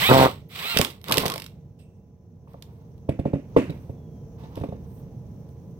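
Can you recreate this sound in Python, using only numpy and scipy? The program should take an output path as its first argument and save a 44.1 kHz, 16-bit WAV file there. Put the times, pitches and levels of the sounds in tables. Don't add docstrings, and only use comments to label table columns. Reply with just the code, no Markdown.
import sys
import numpy as np
from scipy import signal
from scipy.fft import rfft, irfft
from scipy.io import wavfile
from scipy.ndimage import uniform_filter1d

SR = 44100
rng = np.random.default_rng(int(sys.argv[2]) if len(sys.argv) > 2 else 0)


def attenuation_scalar(level_db):
    decades = np.asarray(level_db, float) / 20
    return 10 ** decades


def generate_wav(sig):
    pcm = np.round(np.clip(np.atleast_2d(sig).T, -1, 1) * 32767).astype(np.int16)
    wavfile.write(sys.argv[1], SR, pcm)


N = 255339
T = np.arange(N) / SR
HZ = np.maximum(np.fft.rfftfreq(N, 1 / SR), 1)


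def rms_one(x):
    return x / np.sqrt(np.mean(x ** 2) + 1e-20)


def at_hz(points):
    pitch_hz, level_db = np.transpose(points)
    return np.interp(np.log(HZ), np.log(pitch_hz), level_db)


def colour(x, points):
    cepstrum = irfft(at_hz(points) * np.log(10) / 20, N)
    cepstrum[1:N // 2] *= 2
    cepstrum[N // 2 + 1:] = 0
    return irfft(rfft(x, N) * np.exp(rfft(cepstrum)), N)


def drift(rate_hz):
    r = np.exp(-2 * np.pi * rate_hz / SR)
    noise = rng.standard_normal(N + SR)
    settled = signal.lfilter([1], [1, -2 * r, r * r], noise)[SR:]
    return rms_one(settled)


def grains(spread_db):
    size_db = spread_db * np.minimum(rng.exponential(1, N), 5)
    mid, side = rng.standard_normal((2, N)) * attenuation_scalar(size_db)
    side = signal.sosfilt(signal.butter(2, 1700, "high", fs=SR, output="sos"), side)
    return mid + 0.72 * side * [[1], [-1]]


def ring(clicks, hz, t60_s):
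    r, w = attenuation_scalar(-60 / (t60_s * SR)), 2 * np.pi * hz / SR
    return signal.lfilter([0, np.sin(w)], [1, -2 * r * np.cos(w), r * r], clicks + 1e-18)


def burst(t60_s, attack_s=0.0001):
    t = np.arange(int(1.2 * t60_s * SR) + 64) / SR
    return (1 - np.exp(-t / attack_s)) * attenuation_scalar(-60 * t / t60_s)


def stroke(start_s, rise_s, hold_s, level_db, fall_db_per_s):
    t = T - start_s
    rise_db = 27.5 * np.clip(1 - t / rise_s, 0, 1)
    fall_db = fall_db_per_s * np.maximum(t - rise_s - hold_s, 0)
    return (t > 0) * attenuation_scalar(level_db - rise_db - fall_db)


def add(out, start_s, sound):
    i = round(start_s * SR)
    out[i:i + len(sound)] += sound[:N - i]


# (start_s, level_db)
BACKGROUND_LEVEL = [(0, -35.5), (.7, -50), (1.5, -46), (2.2, -50), (3.4, -41), (4.5, -40), (5.79, -41.5)]


def background_level_db():
    start_s, level_db = np.transpose(BACKGROUND_LEVEL)
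    return np.interp(T, start_s, level_db, left=-120, right=-120)


# (pitch_hz, relative level_db)
RUMBLE_SPECTRUM = [(15, -53.5), (25, -24.5), (76, -3.5), (153, -1), (301, -18.5), (451, -19), (734, -29),
                   (863, -35), (1520, -48), (4740, -56), (6050, -58), (9570, -61.5), (16000, -52.5)]
# (pitch_hz, likeness from 0 to 1)
LIKENESS = [(60, 1), (380, 0.92), (2380, 0.041), (15000, 0.03)]
# (pitch_hz, level_db)
FAR_HUMS = [(457.6, -62), (834.4, -75.5), (1001, -78.5)]


def rumble():
    alike = np.clip(at_hz(LIKENESS), 0, 1)
    mid, side = rfft(rng.standard_normal((2, N)))
    stereo = np.sqrt(1 + alike) * mid + np.sqrt(1 - alike) * side * [[1], [-1]]
    noise = rms_one(irfft(attenuation_scalar(at_hz(RUMBLE_SPECTRUM)) * stereo, N))
    balance_db = np.array([[-1.], [1.]])
    noise = noise * attenuation_scalar(0.59 * drift(20) + balance_db)
    hums = 0
    for pitch_hz, level_db in FAR_HUMS:
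        gain = attenuation_scalar(level_db + 46 + drift(3.4))
        hums = hums + gain * np.sin(2 * np.pi * pitch_hz * T + 0.5 * drift(5.4))
    return attenuation_scalar(background_level_db()) * (noise + hums)


def insects():
    band = signal.butter(3, [5350, 6550], "band", fs=SR, output="sos")
    noise = rms_one(signal.sosfilt(band, rng.standard_normal((2, N))))
    swing_db = background_level_db() - np.mean(BACKGROUND_LEVEL, axis=0)[1]
    return attenuation_scalar(-79.5 + 0.96 * swing_db + 2 * drift(25)) * noise


# (start_s, rise_s, hold_s, level_db, fall_db_per_s)
BIRD_STROKE = (3.8, .2, .2, -81, 90)


def bird():
    pitch_hz = 3620 - 1100 * (T - BIRD_STROKE[0])
    whistle = np.sin(2 * np.pi * np.cumsum(pitch_hz) / SR)
    return stroke(*BIRD_STROKE) * attenuation_scalar(3 * drift(30)) * whistle


# (start_s, rise_s, hold_s, level_db, fall_db_per_s, swish_db)
SLIDE_STROKES = [(2.462, .03, 0.23, -65.5, 42, -11.5), (3.387, 0.22, 0.027, -54.5, 64, -16.5),
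                 (3.702, 0.043, .17, -73, 604, -2.5), (4.37, 0.017, 0.15, -56.5, 200, -18),
                 (4.535, 0.037, .01, -50.5, 81, -16), (4.792, .12, .08, -68.5, 501, 0.5),
                 (4.949, .05, .9, -74, 100, -8)]
# (pitch_hz, relative level_db)
SLIDE_SPECTRUM = [(200, -17.5), (400, -10.5), (950, 3), (1400, -13), (2500, -17.5), (3500, -19),
                  (6000, -26), (9000, -54.5)]


def slides():
    swish_spectrum = [(6500, -34), (8500, -3.0), (10500, -14.5), (13000, -2.5), (15500, -6)]
    dull = rms_one(colour(grains(2.5), SLIDE_SPECTRUM)) * attenuation_scalar(2 * drift(30))
    swish = rms_one(colour(grains(3), swish_spectrum)) * attenuation_scalar(2 * drift(17))
    return sum(stroke(*row[:5]) * (dull + attenuation_scalar(row[5]) * swish) for row in SLIDE_STROKES)


# (pitch_hz, relative level_db, t60_s = time to fade 60 dB)
BOX_MODES = [(77, -8, .08), (140, -3, .08), (190, -4, .05), (275, -5, .07), (424, -6, .06), (545, -4, .05),
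             (600, -6, .05), (680, -8, .04), (880, -14, .03), (1100, -19, .025)]


def box_body(level_db, hardness_db, chances):
    t = np.arange(SR // 2) / SR
    body = 0
    for k, ((pitch_hz, mode_db, t60_s), chance) in enumerate(zip(BOX_MODES, chances)):
        start_db = mode_db + hardness_db * np.log2(pitch_hz / 400) + 2 * chance
        tone = np.sin(2 * np.pi * pitch_hz * (1 + .025 * chance) * t)
        body = body + (-1) ** k * attenuation_scalar(start_db - 60 * t / t60_s) * tone
    push_s = max(.0022 - .00006 * level_db, .0005)
    body *= -2.5 - np.exp(-t / push_s)
    return attenuation_scalar(level_db) * body / np.abs(body).max()


# (pitch_hz, level_db against the crack, t60_s)
EDGE_MODES = [(2550, -10, .04), (3600, -9, .035)]


def box_edge(level_db, chances):
    t = np.arange(SR // 2) / SR
    tones = 0
    for (pitch_hz, mode_db, t60_s), chance in zip(EDGE_MODES, chances):
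        gain = attenuation_scalar(level_db + mode_db + 2.6 * chance - 60 * t / t60_s)
        tones = tones + gain * np.sin(2 * np.pi * pitch_hz * (1 + 0.023 * chance) * t)
    return tones


# (start_s, level_db, hardness_db per octave, crack_db)
BLOWS = [(0.762, -16, 0.5, -18), (0.793, -11.5, -1, -22), (1.09, -30.5, 9, -22), (1.109, -16, 28, -27.5),
         (1.174, -14, 3, -19.5), (1.216, -35, -17, -29.5), (1.254, -18, 2, -29), (1.357, -27, 11, -22),
         (2.474, -46.5, 21, -13.5), (2.542, -37, 7, -35), (3.088, -11, -2, -21.5), (3.191, -15.5, -4, -26),
         (3.254, -12, 1, -37.5), (3.333, -12.5, -1, -33), (3.355, -26, 1, -41), (3.5642, 0.5, 4, -30),
         (3.695, -19, -4, -23.5), (3.894, -25, -3, -36), (4.435, -36, 1.5, -15), (4.572, -23, -0.5, -22.5),
         (4.612, -22, -4.5, -25.5), (4.636, -21.5, 2.5, -21.5), (4.685, -26, -3, -24),
         (4.722, -23.5, -1, -34)]
# (pitch_hz, relative level_db)
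CRACK_SPECTRUM = [(500, -3), (1500, -5.5), (2500, 4), (3500, -8), (6500, -23), (8500, -13.5),
                  (12500, -21.5), (16000, -22)]
# (pitch_hz, relative level_db)
SHUDDER_SPECTRUM = [(50, -8.5), (90, 5), (250, 19), (600, 3), (1000, -21), (1500, -23.5), (2500, -47.5),
                    (3500, -52), (8000, -53)]
# (pitch_hz, relative level_db)
RATTLE_SPECTRUM = [(700, -17), (1300, -1), (2000, 1), (2700, 1.5), (3300, -11.5), (5000, -19),
                   (9000, -23.5), (16000, -38.5)]


def blows():
    tones, cracks, shudders, rattles = np.zeros((4, N))
    chance = rng.standard_normal((len(BLOWS), len(BOX_MODES)))
    for (start_s, level_db, hardness_db, crack_db), chances in zip(BLOWS, chance):
        edge_s = start_s + .003
        add(tones, start_s, box_body(level_db, hardness_db, chances))
        add(tones, edge_s, box_edge(level_db + crack_db, chances))
        add(cracks, edge_s, attenuation_scalar(level_db + crack_db) * burst(0.032, attack_s=0.0019))
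        add(shudders, start_s, attenuation_scalar(level_db - 18.5) * burst(0.27, attack_s=0.0034))
        add(rattles, start_s, attenuation_scalar(1.6 * level_db - 34) * burst(.35, attack_s=.005))
    shudder = shudders * rms_one(colour(grains(2.7), SHUDDER_SPECTRUM))
    rattle = rattles * rms_one(colour(grains(5), RATTLE_SPECTRUM))
    crack = cracks * rms_one(colour(grains(2), CRACK_SPECTRUM))
    return tones + shudder + rattle + crack


# (start_s, level_db, pitch_hz, t60_s)
CHUCK_RING = (1.3165, -21, 1090, .04)


def chuck_ring():
    start_s, level_db, pitch_hz, t60_s = CHUCK_RING
    envelope = burst(t60_s, attack_s=.003)
    out = np.zeros(N)
    add(out, start_s, attenuation_scalar(level_db) * envelope * np.sin(2 * np.pi * pitch_hz * T[:len(envelope)]))
    return out


def ratchet():
    return [(1.262 + .0186 * k + .00015 * k * k, -14 - 1.48 * k - 1.5 * (k % 2), 0.018) for k in range(11)]


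# (start_s, relative level_db, t60_s)
STEEL_CLACKS = [(0.7721, -2, 0.014), (0.7874, -7.5, 0.022), (0.8141, 5.5, 0.0038), (0.848, -12.5, 0.016),
                (0.9011, -36, 0.067), (1.042, -23, 0.0064), (1.0836, -24, 0.024), (1.096, -24.5, 0.021),
                (1.1137, -14, 0.012), (1.1221, -5.5, 0.028), (1.1416, -7.5, 0.0085), (1.1713, -9, 0.015),
                (1.1812, 0, 0.012), (1.2024, -23.5, 0.044), (1.2222, -22.5, 0.014), (1.2553, -21, 0.071)]
# (start_s, relative level_db)
HAND_TICKS = [(0.4996, -54.5), (1.0146, -42), (2.5337, -52), (2.6239, -31), (2.9794, -55), (3.705, -39),
              (4.3954, -54), (4.556, -37.5), (4.569, -45.5), (4.586, -50.5), (4.6, -43), (5.49, -54)]
# (pitch_hz, relative level_db)
CLACK_SPECTRUM = [(710, -14.5), (1200, -6), (1700, -4.5), (3590, 0), (4170, -5), (5130, -4), (6510, -14.5),
                  (7410, -15), (8820, -9), (10500, -16.5), (12500, -7), (15200, -20.5), (16000, -26.5)]


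def clacks():
    envelope = np.zeros(N)
    ticks = [(start_s, level_db, .016) for start_s, level_db in HAND_TICKS]
    for start_s, level_db, t60_s in STEEL_CLACKS + ratchet() + ticks:
        add(envelope, start_s, attenuation_scalar(level_db - 5.5) * burst(np.clip(t60_s, .005, .3)))
    return envelope * rms_one(colour(grains(1.6), CLACK_SPECTRUM))


# (pitch_hz, relative level_db, t60_s)
TINK_TONES = [(2160, -11, 0.25), (2680, -1, 0.61), (8320, 1, 0.34)]


def tink():
    start_s, tones_db, puff_db = 1.787, -66.5, -59
    puff = np.zeros(N)
    add(puff, start_s, attenuation_scalar(puff_db) * burst(0.16, attack_s=0.01))
    out = puff * rms_one(colour(grains(1.6), CLACK_SPECTRUM))
    for pitch_hz, level_db, t60_s in TINK_TONES:
        shake = np.zeros(N)
        add(shake, start_s, attenuation_scalar(tones_db + level_db) * burst(t60_s, attack_s=0.0056))
        out += shake * rms_one(ring(rng.standard_normal(N), pitch_hz, 0.024))
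    return out


# (start_s, rise_s, hold_s, level_db, fall_db_per_s)
CHATTER_STROKE = (.0865, .0055, .171, -13, 1500)
# (pitch_hz, relative level_db)
SLIP_SPECTRUM = [(47, -32.5), (80, -4), (272, -5.5), (407, -5.5), (559, -3), (861, -5), (1620, -19.5),
                 (2500, -30), (3250, -52), (5500, -120)]


def chatter():
    top_hz, top_s, sag_hz_per_s2 = 134, .19, 1300
    slip_hz = np.maximum(top_hz - sag_hz_per_s2 * (T - top_s) ** 2, 0) * (T > CHATTER_STROKE[0])
    slip_count = .5 + np.cumsum(slip_hz * (1 + 0.02 * drift(70))) / SR
    slips = np.diff(np.floor(slip_count), prepend=0) * attenuation_scalar(1.5 * rng.standard_normal(N))
    grit_gain = signal.lfilter([1], [1, -attenuation_scalar(-60 / (0.0069 * SR))], np.roll(slips, 40))
    thuds = colour(slips + 0.11 * grit_gain * rng.standard_normal(N), SLIP_SPECTRUM)
    grit = colour(grit_gain * grains(0.67), CLACK_SPECTRUM)
    sounding = (T > .1) & (T < .26)
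    thuds = thuds / np.std(thuds[sounding])
    grit = grit / np.std(grit[:, sounding])
    return stroke(*CHATTER_STROKE) * (thuds + attenuation_scalar(-24) * grit)


# (start_s, end_s, level_db)
HALF_PRESSES = [(0.486, 0.516, -61.5), (1.021, 1.059, -64)]


def switching():
    out = np.zeros(N)
    for start_s, end_s, level_db in HALF_PRESSES:
        pressed = uniform_filter1d(((T > start_s) & (T < end_s)) * 1., size=200)
        out += attenuation_scalar(level_db) * pressed * (.5 + drift(300)) * np.sin(2 * np.pi * 12500 * T)
    return out


# (start_s, end_s, full hiss level_db, spin_up_s, coast_s = time to lose 45 dB)
TRIGGER_PULLS = [(-.05, 0.236, -24.5, 0.01, 0.19), (0.492, 0.823, -33.5, 0.051, 0.2377),
                 (1.044, 1.18, -24.5, 0.11, 0.3339)]
# (pitch_hz, relative level_db)
HISS_SPECTRUM = [(290, -44), (500, -20), (740, -4.5), (880, -17), (1130, -3.5), (1740, -9.5), (1980, -2.5),
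                 (2610, -4), (3860, -4.5), (7000, -25), (8090, -13.5), (9490, -28), (12400, -18),
                 (14000, -20.5), (15100, -16.5), (16000, -19)]
# (pitch_hz, relative level_db)
GRIND_SPECTRUM = [(35, -47.5), (60, -11), (129, 2.5), (344, -7.5), (416, 3.5), (748, -6), (1060, -0.5),
                  (2000, -23.5), (2600, -43), (4400, -120)]
# (start_s, rise_s, hold_s, level_db, fall_db_per_s)
BIT_BITES = [(0.091, 0.02, .002, -12, 593), (0.178, 0.071, .01, -22.5, 440),
             (0.737, 0.073, .002, -30.5, 232.5), (1.063, 0.035, .18, -30.5, 184)]


def hiss_and_grind():
    hiss = rms_one(colour(grains(2), HISS_SPECTRUM)) * attenuation_scalar(1.5 * drift(60))
    grind = rms_one(colour(grains(3), GRIND_SPECTRUM)) * attenuation_scalar(3.5 * drift(60))
    spin = np.zeros(N)
    for start_s, end_s, level_db, spin_up_s, coast_s in TRIGGER_PULLS:
        short_db = 26.5 * np.exp(-np.maximum(T - start_s, 0) / spin_up_s)
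        coast_db = 45 * (np.maximum(T - end_s, 0) / coast_s) ** 0.91
        spin += (T > start_s) * attenuation_scalar(level_db - short_db - coast_db)
    bites = sum(stroke(*bite) for bite in BIT_BITES)
    return spin * hiss + (attenuation_scalar(-13.5) * spin + bites) * grind


# (standstill_s, spin_up_s, loaded_s, dies_s, level_db)
GEAR_WHINES = [(-.035, .058, .088, .025, -19.5), (.575, .04, .715, .08, -33)]
# (multiple of the tooth rate, relative level_db, wavering_hz)
TOOTH_TONES = [(.66, -12, 40), (1, -4, 15), (1.5, -10, 40), (2, 0, 15), (2.33, -10, 50), (2.7, -10, 80),
               (3, -3, 25)]
# (pitch_hz, relative level_db)
FAN_SPECTRUM = [(6500, -30), (8100, -7), (10000, -14), (12400, 0), (14000, -9), (15100, -1.5),
                (16000, -9.5)]


def whine():
    free_hz, sag_hz_per_s2 = 1450, 150000
    housing_hz, housing_octaves, housing_db = 3450, .2, 4
    fan = rms_one(colour(grains(2), FAN_SPECTRUM))
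    out = np.zeros((2, N))
    for standstill_s, spin_up_s, loaded_s, dies_s, level_db in GEAR_WHINES:
        speed_share = 1 - np.exp(-np.maximum(T - standstill_s, 0) / spin_up_s)
        load_s = np.maximum(T - loaded_s, 0)
        tooth_hz = np.maximum(free_hz * speed_share - sag_hz_per_s2 * load_s ** 2, 1)
        teeth_passed = np.cumsum(tooth_hz) / SR
        set_in = np.clip((speed_share - .54) * 10, 0, 1)
        gain = set_in * attenuation_scalar(level_db - 21.5 * (1 - speed_share) - 30 * (load_s / dies_s) ** 4)
        out += gain * attenuation_scalar(-11) * fan
        for multiple, tone_db, wavering_hz in TOOTH_TONES:
            phase = 2 * np.pi * multiple * teeth_passed + .3 * drift(wavering_hz)
            wave = (1 + .3 * drift(wavering_hz)) * np.sin(phase)
            octaves_off = np.log2(multiple * tooth_hz / housing_hz)
            lift_db = housing_db * np.exp(-(octaves_off / housing_octaves) ** 2)
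            out += gain * attenuation_scalar(tone_db + lift_db) * wave
    return out


def echoes():
    t60_s, level_db = 0.2, -10.5
    t = np.arange(SR // 2) / SR
    mid, side = rng.standard_normal((2, len(t))) * attenuation_scalar(-60 * t / t60_s) * (t > .004)
    mid = signal.sosfilt(signal.butter(1, 300, "high", fs=SR, output="sos"), mid)
    side = signal.sosfilt(signal.butter(2, 800, "high", fs=SR, output="sos"), side)
    tails = np.array([mid + side, mid - side])
    return attenuation_scalar(level_db) * tails / np.sqrt(np.sum(tails[0] ** 2))


# (pitch_hz, level_db)
LEFT_SHADOW = [(60, -5.5), (180, -5.5), (550, 0.5), (1650, -2.5), (4970, -7), (15000, -12)]


def on_deck(x):
    lag_s, top_lag_rad = 0.00035, 1.8
    lag = np.exp(-1j * top_lag_rad * np.tanh(2 * np.pi * HZ * lag_s / top_lag_rad))
    half = attenuation_scalar(at_hz(LEFT_SHADOW) / 2)
    direct = irfft(rfft(x) * np.array([half * lag, 1 / half]), N)
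    return direct + signal.fftconvolve(direct, echoes(), axes=1)[:, :N]


def scene():
    outdoors = rumble() + insects() + bird()
    box = slides() + blows() + chuck_ring()
    driver = clacks() + tink() + chatter() + switching() + hiss_and_grind() + whine()
    return on_deck(box + driver) + outdoors


def roll_off(x):
    return signal.sosfilt(signal.butter(12, 16800, fs=SR, output="sos"), x)


def record(dry):
    top_cut_db = -28 * np.clip((HZ - 15900) / 150, 0, 1)
    heard = irfft(rfft(dry) * attenuation_scalar(top_cut_db), N)
    mix = 0.98 * np.tanh(heard / 0.91)
    return roll_off(mix)


dry = scene()
out = record(dry)
generate_wav(out)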